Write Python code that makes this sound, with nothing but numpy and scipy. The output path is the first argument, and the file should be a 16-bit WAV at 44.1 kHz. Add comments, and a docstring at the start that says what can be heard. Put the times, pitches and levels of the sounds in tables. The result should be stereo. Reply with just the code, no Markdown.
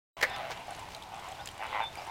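"""Light wind and a gabbling flamingo flock come first, and at once something hollow clacks close by.
Across the shallow lagoon the flamingos honk and grunt, raspy pulses ringing their long throats;
two louder calls come late. Small birds pipe far off, water drips and splashes around wading legs,
and the banks answer briefly. Two closely spaced microphones hear it."""
import sys
import numpy as np
from scipy import signal
from scipy.fft import rfft, irfft, next_fast_len
from scipy.io import wavfile
from scipy.ndimage import map_coordinates

SR = 44100
rng = np.random.default_rng(int(sys.argv[2]) if len(sys.argv) > 2 else 0)


def unload_wav(signal):
    """Save mono or channel-first audio to the path in sys.argv[1] as 16-bit WAV at rate SR, clipped to [-1, 1]."""
    wavfile.write(
        sys.argv[1],
        SR,
        np.round(np.clip(np.atleast_2d(signal).T, -1, 1) * 32767).astype(np.int16),
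    )


N = 92610


def amp(db):
    return 10 ** (np.asarray(db) / 20)


def unit_rms(x):
    return x / np.sqrt(np.mean(x ** 2) + 1e-20)


def curve_at(points, hz):
    """Interpolate (Hz, value) points on a log frequency axis."""
    knots_hz, values = np.transpose(points)
    return np.interp(np.log(hz + 1), np.log(knots_hz + 1), values)


def clock(length_s):
    return np.arange(int(length_s * SR)) / SR


def wobble(t, knots_per_s):
    """Smooth random curve."""
    knots = rng.standard_normal(int(3 * knots_per_s) + 4)
    return map_coordinates(knots, [t * knots_per_s], mode="mirror")


def filtered(x, response):
    """Apply a complex response, given as a function of Hz."""
    n = x.shape[-1]
    padded = next_fast_len(n + 2048)
    return irfft(rfft(x, padded) * response(np.fft.rfftfreq(padded, 1 / SR)), padded)[..., :n]


def resonance(f, hz, width_hz):
    return 1j * f * width_hz / (hz * hz - f * f + 1j * f * width_hz)


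def hiss(spectrum, t):
    """Coloured noise of rms 1."""
    return unit_rms(filtered(rng.standard_normal(len(t)), lambda f: amp(curve_at(spectrum, f))))


def arch(t, length_s):
    """Rounded swell and fade."""
    return np.sqrt(np.abs(np.sin(np.pi * np.clip(t / length_s, 0, 1))))


def decay(t, t60_s):
    return amp(-60 * t / t60_s)


def add(out, start_s, x):
    part = out[:, max(0, round(start_s * SR)):][:, :x.shape[-1]]
    part += x[..., :part.shape[1]]


# Each row: frequency in Hz, loss at the far microphone in dB per ms of lag.
SHADOW_DB_PER_MS = [(300, 16), (900, -2.5), (1500, 26.5), (2500, 5), (4000, 34), (16000, -1)]

def place(x, lag_ms, pan_db=0, shadow=0):
    """Mono to stereo: lag_ms delays the left, pan_db favours the left, shadow dims the far side."""
    side = np.array([[0.5], [-0.5]])

    def response(f):
        balance_db = pan_db - shadow * lag_ms * curve_at(SHADOW_DB_PER_MS, f)
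        return amp(side * balance_db) * np.exp(-2j * np.pi * f * side * lag_ms / 1000)
    return filtered(x, response)


# Each row: frequency in Hz, left-right correlation of the air noise.
AIR_CORRELATION = [(60, 0.894), (130, 0.816), (290, 0.54), (640, 0.34), (1400, -0.64), (3100, -0.1),
                   (7000, 0.041)]

def open_air(spectrum):
    """Stereo noise: alike in the bass, opposed near 1400 Hz, unrelated in the treble."""
    def response(f):
        angle = np.arccos(np.clip(curve_at(AIR_CORRELATION, f), -1, 1)) / 2
        return amp(curve_at(spectrum, f)) * [np.cos(angle), np.sin(angle)]
    mid, side = filtered(rng.standard_normal((2, N)), response)
    return unit_rms(np.array([mid + side, mid - side]))


# Each row: frequency in Hz, relative level in dB.
WASH_SPECTRUM = [(15, -31.5), (25, -35), (74, -3.5), (185, -15), (463, -10), (695, -7), (840, -1.5),
                 (1260, -7), (2610, -11.5), (5730, -20.5), (6920, -23.5), (14000, -32.5), (16000, -39)]
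WIND_SPECTRUM = [(20, -10), (45, -3.5), (70, -6), (130, -6), (250, -13), (600, -19), (2000, -80)]

def breeze(wash_db=-45, wind_db=-56.5, gust_db=2):
    """Ripples and reeds wash over a low rumble of wind."""
    t = np.arange(N) / SR
    wash = amp(wash_db + 1.13 * wobble(t, 8)) * open_air(WASH_SPECTRUM)
    rumble = amp(wind_db + gust_db * wobble(t, 8.83)) * open_air(WIND_SPECTRUM)
    return wash + rumble


# Each row: resonance in Hz, width in Hz, gain in dB.
UPPER_THROAT_MODES = [(1534, 87, -7.5), (1980, 480, -9), (2643, 820, -10.5)]
# Each row: frequency in Hz, gain in dB.
VOICE_COLOUR = [(100, -15), (400, -11), (620, 3), (2800, -2.5), (4000, 2), (8000, -24), (16000, 1)]

def throat(f, throat_hz, bright_db, q=7):
    """Response of the long throat: a main resonance and upper ones of alternating sign."""
    upper = sum((-1) ** (i + 1) * amp(db) * resonance(f, hz, width_hz)
                for i, (hz, width_hz, db) in enumerate(UPPER_THROAT_MODES))
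    main = resonance(f, throat_hz, throat_hz / q)
    return amp(curve_at(VOICE_COLOUR, f)) * (main + amp(bright_db) * upper)


def grunt(length_s, pulse_hz, throat_hz, bright_db, swell_db=0):
    """A short train of raspy pulses, smeared by early reflections, rings the throat."""
    jitter_s, scatter_db = 0.00012, 0.24
    rasp_decay_s, rasp_db = 0.0031, -3
    smear_decay_s, smear_db = 0.0022, -2.5
    t = clock(length_s + 0.025)
    n, count = len(t), int(np.ceil(length_s * pulse_hz))
    onsets_s = np.abs(np.arange(count) / pulse_hz + rng.normal(0, jitter_s, count))
    strengths = amp(swell_db * onsets_s / length_s + rng.normal(0, scatter_db, count))
    pulses = np.bincount((onsets_s * SR).astype(int), strengths, n)[:n]
    rasp_envelope = signal.lfilter([1], [1, -np.exp(-1 / (rasp_decay_s * SR))], pulses)
    rasp = rasp_envelope * rng.standard_normal(n)
    reflections = rng.standard_normal(n) * np.exp(-t / smear_decay_s)
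    smear = signal.fftconvolve(pulses, reflections)[:n]
    source = unit_rms(pulses) + amp(smear_db) * unit_rms(smear) + amp(rasp_db) * unit_rms(rasp)
    voice = filtered(source, lambda f: throat(f, throat_hz, bright_db))
    return unit_rms(voice) * np.sqrt(n / (length_s * SR))


# Each row: time in seconds, flock level in dB.
FLOCK_LEVELS = [(.2, -42), (.4, -37), (.62, -48.5), (1.0, -56.5), (1.3, -49), (1.5, -54), (1.75, -37),
                (1.9, -51), (2.1, -49.5)]
FLOCK_LAG_MS = 0.28

def flock(count=64):
    """Farther flamingos gabble in overlapping grunts."""
    out = np.zeros((2, N))
    for i, (timing, length, rate, pitch, bright, side) in enumerate(rng.standard_normal((count, 6))):
        call = grunt(length_s=0.104 * np.exp(0.2065 * length), pulse_hz=115 * np.exp(0.2 * rate),
                     throat_hz=872 * np.exp(0.17 * pitch), bright_db=1 + 4 * bright)
        start_s = i / count * N / SR + 0.01 * timing
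        add(out, start_s, place(call, FLOCK_LAG_MS + 0.1 * side, shadow=0.96))
    level_db = np.interp(np.arange(N) / SR, *np.transpose(FLOCK_LEVELS))
    return unit_rms(out) * amp(level_db)


# Each row: start in seconds, ring gain in dB, crack level in dB.
CLACK_CONTACTS = [(.2105, -40, -34), (.2135, -21, -27), (.2265, -19, -19), (.2277, -14, -23),
                  (.2303, -8, -20), (.2352, -18.5, -22.5), (.2385, -22, -28), (.2402, -13.5, -51),
                  (.2455, -20, -33), (.2495, -18.5, -44)]
# Each row: frequency in Hz, level in dB, T60 in seconds, pan in dB.
HOLLOW_MODES = [(515.4, -15.5, 0.056, 0), (625, -11.5, 0.037, -3), (970, -15, .025, -1.5),
                (1210, -10.5, 0.019, 4.5), (1527, -3, 0.017, -3), (1799, -1, 0.021, 5.5),
                (1943, -1.5, 0.022, 0), (2120, -7.5, 0.035, -1), (3790, -10, 0.008, 1)]
# Each row: frequency in Hz, relative level in dB.
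CRACK_SPECTRUM = [(150, -19), (350, -19), (520, 13), (2500, 2.5), (5000, 3.5), (8000, -8), (16000, -13.5)]

def clack(lag_ms=0.46, attack_s=0.0013):
    """A hollow thing rattles through quick contacts; each cracks and rings it."""
    out, t = np.zeros((2, N)), clock(0.14)
    attack = 1 - np.exp(-t / attack_s)
    for start_s, ring_db, crack_db in CLACK_CONTACTS:
        ring = np.zeros((2, len(t)))
        for hz, db, t60_s, pan_db in HOLLOW_MODES:
            mode = amp(db + rng.normal(0, 1)) * decay(t, t60_s) * np.sin(2 * np.pi * hz * t)
            ring += place(mode, lag_ms, pan_db)
        noise = np.array([hiss(CRACK_SPECTRUM, t), hiss(CRACK_SPECTRUM, t)])
        crack = place(noise * decay(t, t60_s=0.023), lag_ms, pan_db=-0.5)
        add(out, start_s, amp(ring_db) * ring * attack + amp(crack_db) * crack)
    return out


# Each row: start in seconds, length in seconds, level in dB, swell in dB, pulse rate in Hz,
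# throat resonance in Hz, brightness in dB, left lag in ms.
NEAR_GRUNTS = [(0.268, 0.066, -48, -1, 112, 780, 4, 0.23), (0.354, .108, -45.5, 4.5, 92, 788, 9, 0.201),
               (0.502, 0.026, -45, -7, 120, 814, 1, 0.22), (.535, 0.087, -49, -2, 108.3, 940, -2.5, 0.26),
               (0.681, 0.05, -44, -2, 100, 752, -0.5, 0.2), (0.776, .03, -47, -6.5, 102, 765, -1, 0.25),
               (.815, 0.072, -47, -1.5, 99, 943, -1.5, 0.27), (0.946, 0.033, -51, -3, 110, 704, -4, 0.27),
               (1.02, 0.09, -51, -4, 106.6, 920, -8, 0.22), (1.12, 0.076, -44.5, -1.5, 112, 778, -3, 0.259),
               (1.225, 0.0622, -46, 3, 93, 1023, -0.5, 0.26), (1.279, 0.051, -47, 2, 109, 780, -9, 0.3),
               (1.385, 0.042, -48.5, 1, 115, 773, -5.5, 0.27), (1.595, .028, -44.5, 3, 98, 815, 4.5, 0.12),
               (1.625, .043, -39.5, -3, 111, 857, 4, 0.13), (1.697, 0.024, -51, 11, 105, 920, 14, .2),
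               (1.728, 0.067, -36.5, 1, 105, 937, 0, 0.058),
               (1.803, 0.038, -36.5, -6, 112, 874, 2.5, 0.073), (1.974, 0.066, -45, -7, 89, 760, -9, 0.34),
               (2.066, 0.031, -44, 0, 99.9, 926, 5, -0.19)]

def near_flamingos():
    """Nearer grunts stand out of the flock."""
    out = np.zeros((2, N))
    for start_s, length_s, db, swell_db, pulse_hz, throat_hz, bright_db, lag_ms in NEAR_GRUNTS:
        call = grunt(length_s, pulse_hz, throat_hz, bright_db, swell_db)
        add(out, start_s, amp(db) * place(call, lag_ms, shadow=1))
    return out


# Each row: start in seconds, length in seconds, level in dB, start and end pitch in Hz, resonance in Hz.
NASAL_HONKS = [(0.274, .075, -43.5, 350.9, 360, 1763), (0.344, .1, -45, 335, 292, 1310),
               (.68, 0.058, -49.5, 384.4, 365, 1520), (1.384, 0.04, -43.5, 373, 359, 1430)]

def honks(width_hz=140, roughness=0.017):
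    """Higher nasal calls: gliding overtones under one resonance."""
    out = np.zeros((2, N))
    harmonics = np.arange(2, 10)[:, None]
    for start_s, length_s, db, start_hz, end_hz, nasal_hz in NASAL_HONKS:
        t = clock(length_s)
        glide_hz = start_hz + (end_hz - start_hz) * (t / length_s) ** 2
        phase = 2 * np.pi * np.cumsum(glide_hz * (1 + roughness * wobble(t, 215))) / SR
        weights = np.abs(resonance(harmonics * start_hz, nasal_hz, width_hz))
        tone = unit_rms((weights * np.sin(harmonics * phase)).sum(0))
        add(out, start_s, amp(db) * place(tone * arch(t, length_s), FLOCK_LAG_MS, shadow=1))
    return out


# Each row: start in seconds, length in seconds, level in dB, start, middle and end pitch in Hz.
WHISTLES = [(.29, 0.039, -49.5, 3500, 3590, 3850), (.33, 0.032, -47, 3660, 3482, 3700),
            (.285, 0.022, -54.5, 5000, 5150, 5190), (0.332, 0.03, -52, 5240, 5030, 5170),
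            (0.718, 0.023, -59, 4120, 3940, 3800), (1.346, 0.018, -56, 3880, 3570, 3400),
            (1.392, 0.028, -51, 3410, 3630, 3950), (1.4, 0.077, -60, 4900, 5130, 5300),
            (1.804, 0.0924, -42.5, 3611, 3540, 3620), (1.971, 0.027, -53, 4670, 4880, 5110),
            (2.012, 0.019, -56.5, 5638, 5430, 5260)]

def small_birds(waver=0.0109):
    """Thin, gliding whistles on the left."""
    out = np.zeros((2, N))
    for start_s, length_s, db, *contour_hz in WHISTLES:
        t = clock(length_s)
        glide_hz = np.polyval(np.polyfit([0, 0.5, 1], contour_hz, 2), t / length_s)
        phase = 2 * np.pi * np.cumsum(glide_hz * (1 + waver * wobble(t, 274))) / SR
        whistle = np.sin(phase) * arch(t, length_s) ** 2
        add(out, start_s, amp(db) * place(whistle, lag_ms=0, pan_db=17))
    return out


# Each row: frequency in Hz, relative level in dB.
SPRAY_SPECTRUM = [(300, -29), (1200, -10), (2300, 5.5), (4500, 4), (9000, -7.5), (16000, -12.5)]

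def drip(ring_hz, pan_db, ring_db=8.5, q=6.2):
    """A tick of spray with a short, broad ring."""
    t = clock(0.04)
    tick = hiss(SPRAY_SPECTRUM, t) * decay(t, t60_s=0.02)
    drop = filtered(tick, lambda f: 1 + amp(ring_db) * resonance(f, ring_hz, ring_hz / q))
    return place(drop, lag_ms=-0.11, pan_db=pan_db)


# Each row: start in seconds, relative level in dB, ring in Hz, pan in dB.
LEG_DRIPS = [(0.3624, -32, 2580, 12), (0.574, -42, 3620, 15), (.7064, -34, 9300, 8), (0.75, -38, 4090, 7),
             (.7933, -36.5, 7600, 10), (.9037, -36, 2220, -1), (0.919, -41, 3100, 12),
             (0.9481, -32, 3790, 14.5), (1.024, -38, 3600, 13), (1.0352, -40.5, 3760, 14),
             (1.1971, -44, 7400, 14), (1.2856, -34.5, 7500, 7), (1.318, -37.5, 7500, 7),
             (1.458, -27, 7250, 4.5), (1.4739, -25.5, 4200, 8.5), (1.4883, -30.5, 3040, 3),
             (1.5789, -43, 8750, 15), (1.6364, -44, 9500, 13), (1.6658, -40, 8200, 10),
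             (1.9538, -30.5, 2200, 5)]
# Each row: start in seconds, length in seconds, level in dB, pan in dB.
LEG_SPLASHES = [(.5, 0.036, -39, 1), (.9, 0.0554, -52, -9), (1.452, 0.0313, -55, 8),
                (2.072, 0.011, -66, -6)]
# Each row: frequency in Hz, relative level in dB.
SPLASH_SPECTRUM = [(250, -17), (500, -1), (2200, -2.5), (3000, -6), (5500, -5.5), (9000, -12.5),
                   (16000, -25)]

def wading(drip_gain_db=-7, trickle_drops=70):
    """Wading legs shed drops, splash and keep up a faint trickle."""
    out = np.zeros((2, N))
    for start_s, db, ring_hz, pan_db in LEG_DRIPS:
        add(out, start_s, amp(db + drip_gain_db) * drip(ring_hz, pan_db))
    for start_s, length_s, db, pan_db in LEG_SPLASHES:
        t = clock(length_s)
        spray = unit_rms(hiss(SPLASH_SPECTRUM, t) * amp(4 * wobble(t, 379)))
        add(out, start_s, amp(db) * place(spray * arch(t, length_s), lag_ms=-0.05, pan_db=pan_db))
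    for when, size, pitch, side in rng.random((trickle_drops, 4)):
        drop = drip(ring_hz=3000 + 7000 * pitch, pan_db=14 * side - 4)
        add(out, when * N / SR, amp(-56 + 10 * size) * drop)
    return out


def banks(x):
    """The banks return a short, diffuse echo."""
    t = clock(0.4)
    tail = rng.standard_normal((2, len(t))) * decay(t, t60_s=0.3)
    return signal.fftconvolve(x, tail / np.linalg.norm(tail[0]), axes=1)[:, :N]


def scene():
    """Birds, clack and water with their echo, over the breeze."""
    birds = flock() + near_flamingos() + honks() + small_birds()
    close = clack() + wading()
    echo = banks(amp(-8.5) * birds + amp(-14) * close)
    return breeze() + birds + close + echo


def record(dry, start_s=0.168, top_hz=16000):
    """Silence before start_s; nothing above top_hz."""
    gate = np.arange(N) / SR > start_s
    return filtered(dry * gate, lambda f: f < top_hz)


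dry = scene()
out = record(dry)
unload_wav(out)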